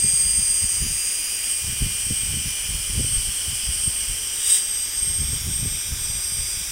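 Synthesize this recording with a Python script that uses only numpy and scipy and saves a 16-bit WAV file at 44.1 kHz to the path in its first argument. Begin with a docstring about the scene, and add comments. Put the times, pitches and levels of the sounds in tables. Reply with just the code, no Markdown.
"""Lake shore: a small electric blower inflates a paddle board, heard by a slowly circling hand-held microphone.
Shaft-locked tones whine, led by the seven-blade impeller; noise through housing resonances is the rushing air.
Near reflections comb the rush. Once a hand passes the vent and the air spurts: a short burst of coloured noise.
Breezes and buffets rumble on the microphone as banded low noise; a faint steady wash is the shore."""
import sys
import numpy as np
from scipy import signal
from scipy.fft import rfft, irfft, next_fast_len
from scipy.io import wavfile

SR = 44100
rng = np.random.default_rng(int(sys.argv[2]) if len(sys.argv) > 2 else 0)


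def store_wav(level_fs):
    """Save 16-bit WAV to argv[1]."""
    pcm = np.round(np.clip(np.atleast_2d(level_fs), -1, 1) * 32767)
    wavfile.write(sys.argv[1], SR, pcm.T.astype(np.int16))


N = 295911
TIME_S = np.arange(N) / SR
FREQ_HZ = np.arange(N // 2 + 1) * SR / N + 1e-3  # offset keeps log and division finite

# steady wash of water and distant air, relative colour [f/Hz, gain/dB]
SHORE_COLOUR = [(20, 1.5), (75, -3), (97, 3.5), (120, -16.5), (215, -4), (270, -7.5), (350, -4),
                (490, -5.5), (620, -9.5), (1000, -7), (2000, -9), (4000, -13.5), (15000, -47)]
SHORE_DB = -46.5

# wind on the microphone at a moderate gust, relative colour [f/Hz, gain/dB]
WIND_COLOUR = [(15, -7), (35, 6), (85, 2), (140, -5.5), (220, -16), (300, -27), (480, -37), (800, -57.5),
               (1600, -84)]
# spells of breeze [start/s, end/s, level/dB]
BREEZES = [(.04, .92, -43.5), (1.63, 2.46, -40), (2.71, 3.29, -34.5), (3.58, 4.186, -45),
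           (5.08, 5.721, -33.5), (5.939, 6.697, -41)]
CALM_DB, BREEZE_EDGE_DB_PER_S = -47.5, 147
# single buffets [peak t/s, peak level/dB, time to rise or fall 10 dB/s, tilt/(dB/octave)]
# tilt: small eddies flutter (+), large ones thud (-)
BUFFETS = [(.051, -27.5, 0.049, 4), (.146, -29, 0.018, 2.5), (.272, -31, .055, -0.5),
           (.393, -28.5, 0.044, -1), (0.645, -25.5, 0.016, -1), (.844, -25.5, .06, 1.2),
           (1.701, -30.5, .065, 0.5), (1.833, -22, 0.054, -0.5), (2.107, -26.5, .035, 4.5),
           (2.348, -26, .11, 2.5), (3.005, -19, .058, 2), (3.171, -28.5, .028, -5), (3.514, -29, 0.048, .4),
           (3.703, -30.5, 0.062, -2.5), (3.878, -25.5, 0.026, 1.5), (4.105, -34.5, .05, -4),
           (5.214, -27, 0.036, 2), (5.315, -29, 0.053, 1), (5.497, -25, .049, 2),
           (5.649, -26.5, 0.059, 3.5), (5.944, -29, .055, -2.5), (6.123, -33, .085, -0.5),
           (6.395, -33.5, 0.047, -5)]

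# air spurting off the hand, relative colour [f/Hz, gain/dB]
SPURT_COLOUR = [(600, -29), (1500, -11.5), (2500, -4), (3100, -0.5), (3750, 5.5), (4150, -16), (5100, 4),
                (6350, -6), (6900, 2.5), (8800, 9.5), (9800, 4), (10400, -3), (14000, -9), (15500, -6)]
SPURT_START_S, SPURT_HOLD_S, SPURT_DB = 4.495, 0.076, -21
SPURT_RISE_DB_PER_S, SPURT_FALL_DB_PER_S = 112, 300

# air resonances of housing and nozzle, each with its own beam
# [f/Hz, width/Hz, front level/dB, side level/dB, rear level/dB]
HOUSING = [(1580, 610, -57, -50.5, -53), (2440, 1780, -39.5, -41, -43), (3133, 760, -45, -35.5, -43),
           (3590, 1180, -50, -56, -44.5), (4482, 400, -51, -45, -55), (5102, 660, -39.5, -43.5, -46.5),
           (5643, 1300, -42.5, -37, -36), (6480, 1660, -31.5, -47, -42.5), (7930, 2640, -39, -34, -37),
           (9140, 1400, -27, -32.5, -36.5), (10010, 680, -58, -38.5, -59), (11700, 3300, -44, -41.5, -40.5),
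           (14650, 4300, -40, -42.5, -44)]
# microphone position [t/s, bearing: 0 front, 1 side, 2 behind]
BEARING = [(0, 0.11), (.95, 0.13), (1.8, 0.81), (2.7, 0.79), (3.3, .99), (4.3, 1.42), (4.75, 2),
           (6.71, 1.83)]
# level change of the rushing air [t/s, gain/dB]
AIR_LEVEL = [(0, 0.3), (.4, 0), (1.3, 0.5), (2, 0), (4.3, -0.15), (6.71, -0.05)]
# extra path of two near reflections as the microphone moves [t/s, deck delay/ms, ground delay/ms]
ECHOES = [(0, .621, 1.009), (1.1, .707, 1.035), (2.2, .728, 1.008), (3.4, .739, .965), (4.3, .7, 1.005),
          (4.75, .62, 1.03), (5.7, .55, .828), (6.71, .535, .838)]
ECHO_SHARE = 0.19
# weak later reflection, likely off a parked car
CAR_ECHO_MS, CAR_DRIFT_MS_PER_S, CAR_SHARE = 9.15, -0.041, 0.17

# shaft speed, sagging and recovering with the load [t/s, turns per second/Hz]
SHAFT_SPEED = [(0.0, 1204), (0.42, 1219), (0.85, 1204), (1.22, 1224), (1.67, 1208), (2.3, 1203.4),
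               (2.52, 1196.0), (2.72, 1204), (3.38, 1206), (3.87, 1218), (4.49, 1204.3), (4.55, 1212.2),
               (4.9, 1200), (5.06, 1210), (5.95, 1200), (6.1, 1203), (6.31, 1213.0), (6.71, 1212)]
BLADES, MOTOR_ORDER = 7, 4  # cycles per turn
# blade-passing whine as the microphone moves through its beam [t/s, level/dB]
BLADE_LEVEL = [(0, -20), (.53, -22), (.82, -26.5), (1.8, -32), (2.24, -26), (2.45, -36.5), (2.97, -32.5),
               (3.11, -24), (3.46, -33), (4.04, -25), (4.15, -32), (4.62, -24.5), (5.43, -27), (5.95, -29),
               (6.38, -27), (6.71, -36)]
# brief dips of the whine [t/s, depth/dB]
DIPS = [(.85, -14), (1.27, -13), (4.91, -8), (5.44, -18), (5.93, -13)]
# brief flares of the whine [t/s, lift/dB]
FLARES = [(1.52, 6), (3.85, 6), (4.53, 11.5)]
DIP_HALF_WIDTH_S, FLARE_HALF_WIDTH_S = 0.043, 0.04  # to 1/e of the dB change
# motor tone at four per turn [t/s, level/dB]
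MOTOR_FOURTH = [(0.0, -33), (1.18, -36), (1.98, -46.5), (2.88, -46.8), (3.2, -39), (3.31, -48), (3.64, -39),
                (4.28, -45.5), (4.56, -37), (5.71, -46.5), (6.5, -35.2), (6.71, -42.7)]
# motor tone at two per turn [t/s, level/dB]
MOTOR_SECOND = [(0, -45), (.7, -49.5), (1.7, -43), (2.86, -44.5), (3.33, -55), (3.9, -51.5), (5.5, -54),
                (5.95, -50), (6.71, -65)]
# weak shaft tones [multiple of shaft speed]
SHAFT_ORDERS = [1, 5, 8, 9, 10, 13]
# mean level of each weak tone [level/dB]
SHAFT_DB = [-61.5, -46.5, -52, -58, -65, -69]

TOP_HZ = 15750  # recorder cutoff


def undb(db):
    """Decibels to gain."""
    return 10 ** (np.asarray(db) / 20)


def curve(rows, column=1):
    """One table column, interpolated linearly in time."""
    rows = np.array(rows, float)
    return np.interp(TIME_S, rows[:, 0], rows[:, column])


def colour(points):
    """Gain over FREQ_HZ from (f/Hz, gain/dB) points, linear in dB over log frequency."""
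    hz, db = np.transpose(points)
    return undb(np.interp(np.log(FREQ_HZ), np.log(hz), db))


def noise(gain):
    """Gaussian noise shaped by a gain over FREQ_HZ, scaled to rms 1."""
    size = next_fast_len(N, True)
    bin_hz = np.arange(size // 2 + 1) * SR / size
    spectrum = rfft(rng.standard_normal(size)) * np.interp(bin_hz, FREQ_HZ, gain)
    x = irfft(spectrum, size)[:N]
    return x / x.std()


def walk(rate_hz):
    """Random wandering of spread 1, mostly slower than rate_hz."""
    return noise(1 / (1 + (FREQ_HZ / rate_hz) ** 2))


def resonance(hz, width_hz, steepness=1.46):
    """Gain of a resonance with steep skirts."""
    detune = (FREQ_HZ ** 2 - hz ** 2) / (FREQ_HZ * width_hz)
    return (1 + 2 * detune ** 2 / steepness) ** -steepness


def reflect(x, delay_ms, share):
    """Direct sound plus one delayed copy, scaled to keep the mean power."""
    fine = signal.resample_poly(x, 4, 1)  # finer grid for fractional delays
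    place = 4 * SR * (TIME_S - delay_ms / 1000)
    echo = np.interp(place, np.arange(len(fine)), fine)
    return (x + share * echo) / np.sqrt(1 + share ** 2)


def bumps(rows, half_width_s):
    """Sum of bell-shaped level changes in dB from (t/s, change/dB) rows."""
    return sum(db * np.exp(-((TIME_S - at_s) / half_width_s) ** 2) for at_s, db in rows)


def envelope(start_s, end_s, db, rise_db_per_s, fall_db_per_s):
    """Gain that rises to a level, holds from start to end and dies away, linear in dB."""
    rise_db = rise_db_per_s * np.maximum(start_s - TIME_S, 0)
    fall_db = fall_db_per_s * np.maximum(TIME_S - end_s, 0)
    return undb(db - rise_db - fall_db)


def shore():
    """Soft wash: coloured noise whose level wanders slightly."""
    return undb(SHORE_DB + 0.57 * walk(5.9)) * noise(colour(SHORE_COLOUR))


def wind_strength():
    """Wind level in dB and tilt in dB/octave: calm air, breezes and buffets add in power."""
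    power = undb(CALM_DB) ** 2
    for start_s, end_s, db in BREEZES:
        power = power + envelope(start_s, end_s, db, BREEZE_EDGE_DB_PER_S, BREEZE_EDGE_DB_PER_S) ** 2
    tilt = 0
    for at_s, db, fade_s, tilt_db in BUFFETS:
        buffet = envelope(at_s, at_s, db, 10 / fade_s, 10 / fade_s) ** 2
        power = power + buffet
        tilt = tilt + tilt_db * buffet
    return 10 * np.log10(power), tilt / power


def wind(moderate_db=-34, brighten=0.33, knee_hz=110, ceiling_db=-10):
    """Eddies at the microphone port; stronger gusts shed smaller eddies, so the rumble reaches higher."""
    strength_db, tilt_db = wind_strength()
    gust_db = strength_db + 2.7 * walk(38) - 0.8
    shape = colour(WIND_COLOUR)
    rumble = 0
    for hz in 20 * 2.0 ** np.arange(7):  # overlapping bands an octave apart
        band = shape * np.cos(np.pi / 2 * np.clip(np.log2(FREQ_HZ / hz), -1, 1))
        share = np.sqrt(np.sum(band ** 2) / np.sum(shape ** 2))
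        octaves_bright = max(np.log2(2 * hz / knee_hz), 0)
        lift_db = brighten * octaves_bright * (gust_db - moderate_db)
        lift_db = lift_db + tilt_db * np.log2(hz / knee_hz)
        rumble = rumble + share * undb(lift_db) * noise(band)
    # port pressure saturates in the hardest gusts
    ceiling = undb(ceiling_db)
    return ceiling * np.tanh(rumble * undb(gust_db) / ceiling)


def spurt():
    """The jet glances off a hand, whose close reflection makes it ring hollow."""
    swell = envelope(SPURT_START_S, SPURT_START_S + SPURT_HOLD_S, SPURT_DB,
                     SPURT_RISE_DB_PER_S, SPURT_FALL_DB_PER_S)
    jet = reflect(noise(colour(SPURT_COLOUR)), delay_ms=1.02, share=0.35)
    return swell * undb(1.0 * walk(60.7)) * jet


def rushing_air():
    """Turbulence rings the housing; the mix of resonances shifts as the microphone moves."""
    bearing = curve(BEARING)
    air = 0
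    for hz, width_hz, *beam_db in HOUSING:
        level_db = np.interp(bearing, np.arange(len(beam_db)), beam_db) + 0.5 * walk(5.3)
        air = air + undb(level_db) * noise(resonance(hz, width_hz))
    air = air * undb(curve(AIR_LEVEL) + 0.32 * walk(30))
    # each reflection cuts a comb of notches that slides slowly through the hiss
    air = reflect(air, curve(ECHOES, column=1), ECHO_SHARE)
    air = reflect(air, curve(ECHOES, column=2), ECHO_SHARE)
    return reflect(air, CAR_ECHO_MS + CAR_DRIFT_MS_PER_S * TIME_S, CAR_SHARE)


def whine():
    """Tones locked to the shaft; turbulent inflow shakes the blade tone in level and phase."""
    speed_hz = curve(SHAFT_SPEED) * (1 + 0.000281 * walk(6.3))
    turn_rad = 2 * np.pi * np.cumsum(speed_hz) / SR
    blade_db = curve(BLADE_LEVEL) + bumps(DIPS, DIP_HALF_WIDTH_S) + bumps(FLARES, FLARE_HALF_WIDTH_S)
    inflow = undb(blade_db + 2.0 * walk(57) + 1.0 * walk(13) - 0.44)
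    shake_rad = 0.073 * walk(45)
    blade = inflow * np.sin(BLADES * turn_rad + shake_rad)
    fourth = undb(curve(MOTOR_FOURTH) + 1.3 * walk(6.7)) * np.sin(MOTOR_ORDER * turn_rad)
    second = undb(curve(MOTOR_SECOND) + 0.38 * walk(3.3)) * np.sin(2 * turn_rad)
    weak = 0
    for order, db in zip(SHAFT_ORDERS, SHAFT_DB):
        weak = weak + undb(db + 2 * walk(1.8)) * np.sin(order * turn_rad)
    # eddies chopped by the blades spread a noisy skirt round the whine
    skirt = undb(blade_db - 12.5) * noise(resonance(8527, 300))
    return np.sqrt(2) * (blade + fourth + second + weak) + skirt  # sqrt(2): sine peak to rms 1


def scene():
    """Shore, wind and blower, the same in both channels."""
    mono = shore() + wind() + spurt() + rushing_air() + whine()
    return np.array([mono, mono])


def record(dry):
    """Recorder: a steep elliptic low-pass cuts the top."""
    lowpass = signal.ellip(12, 0.1, 90, TOP_HZ, fs=SR, output="sos")
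    return signal.sosfilt(lowpass, dry)


dry = scene()
out = record(dry)
store_wav(out)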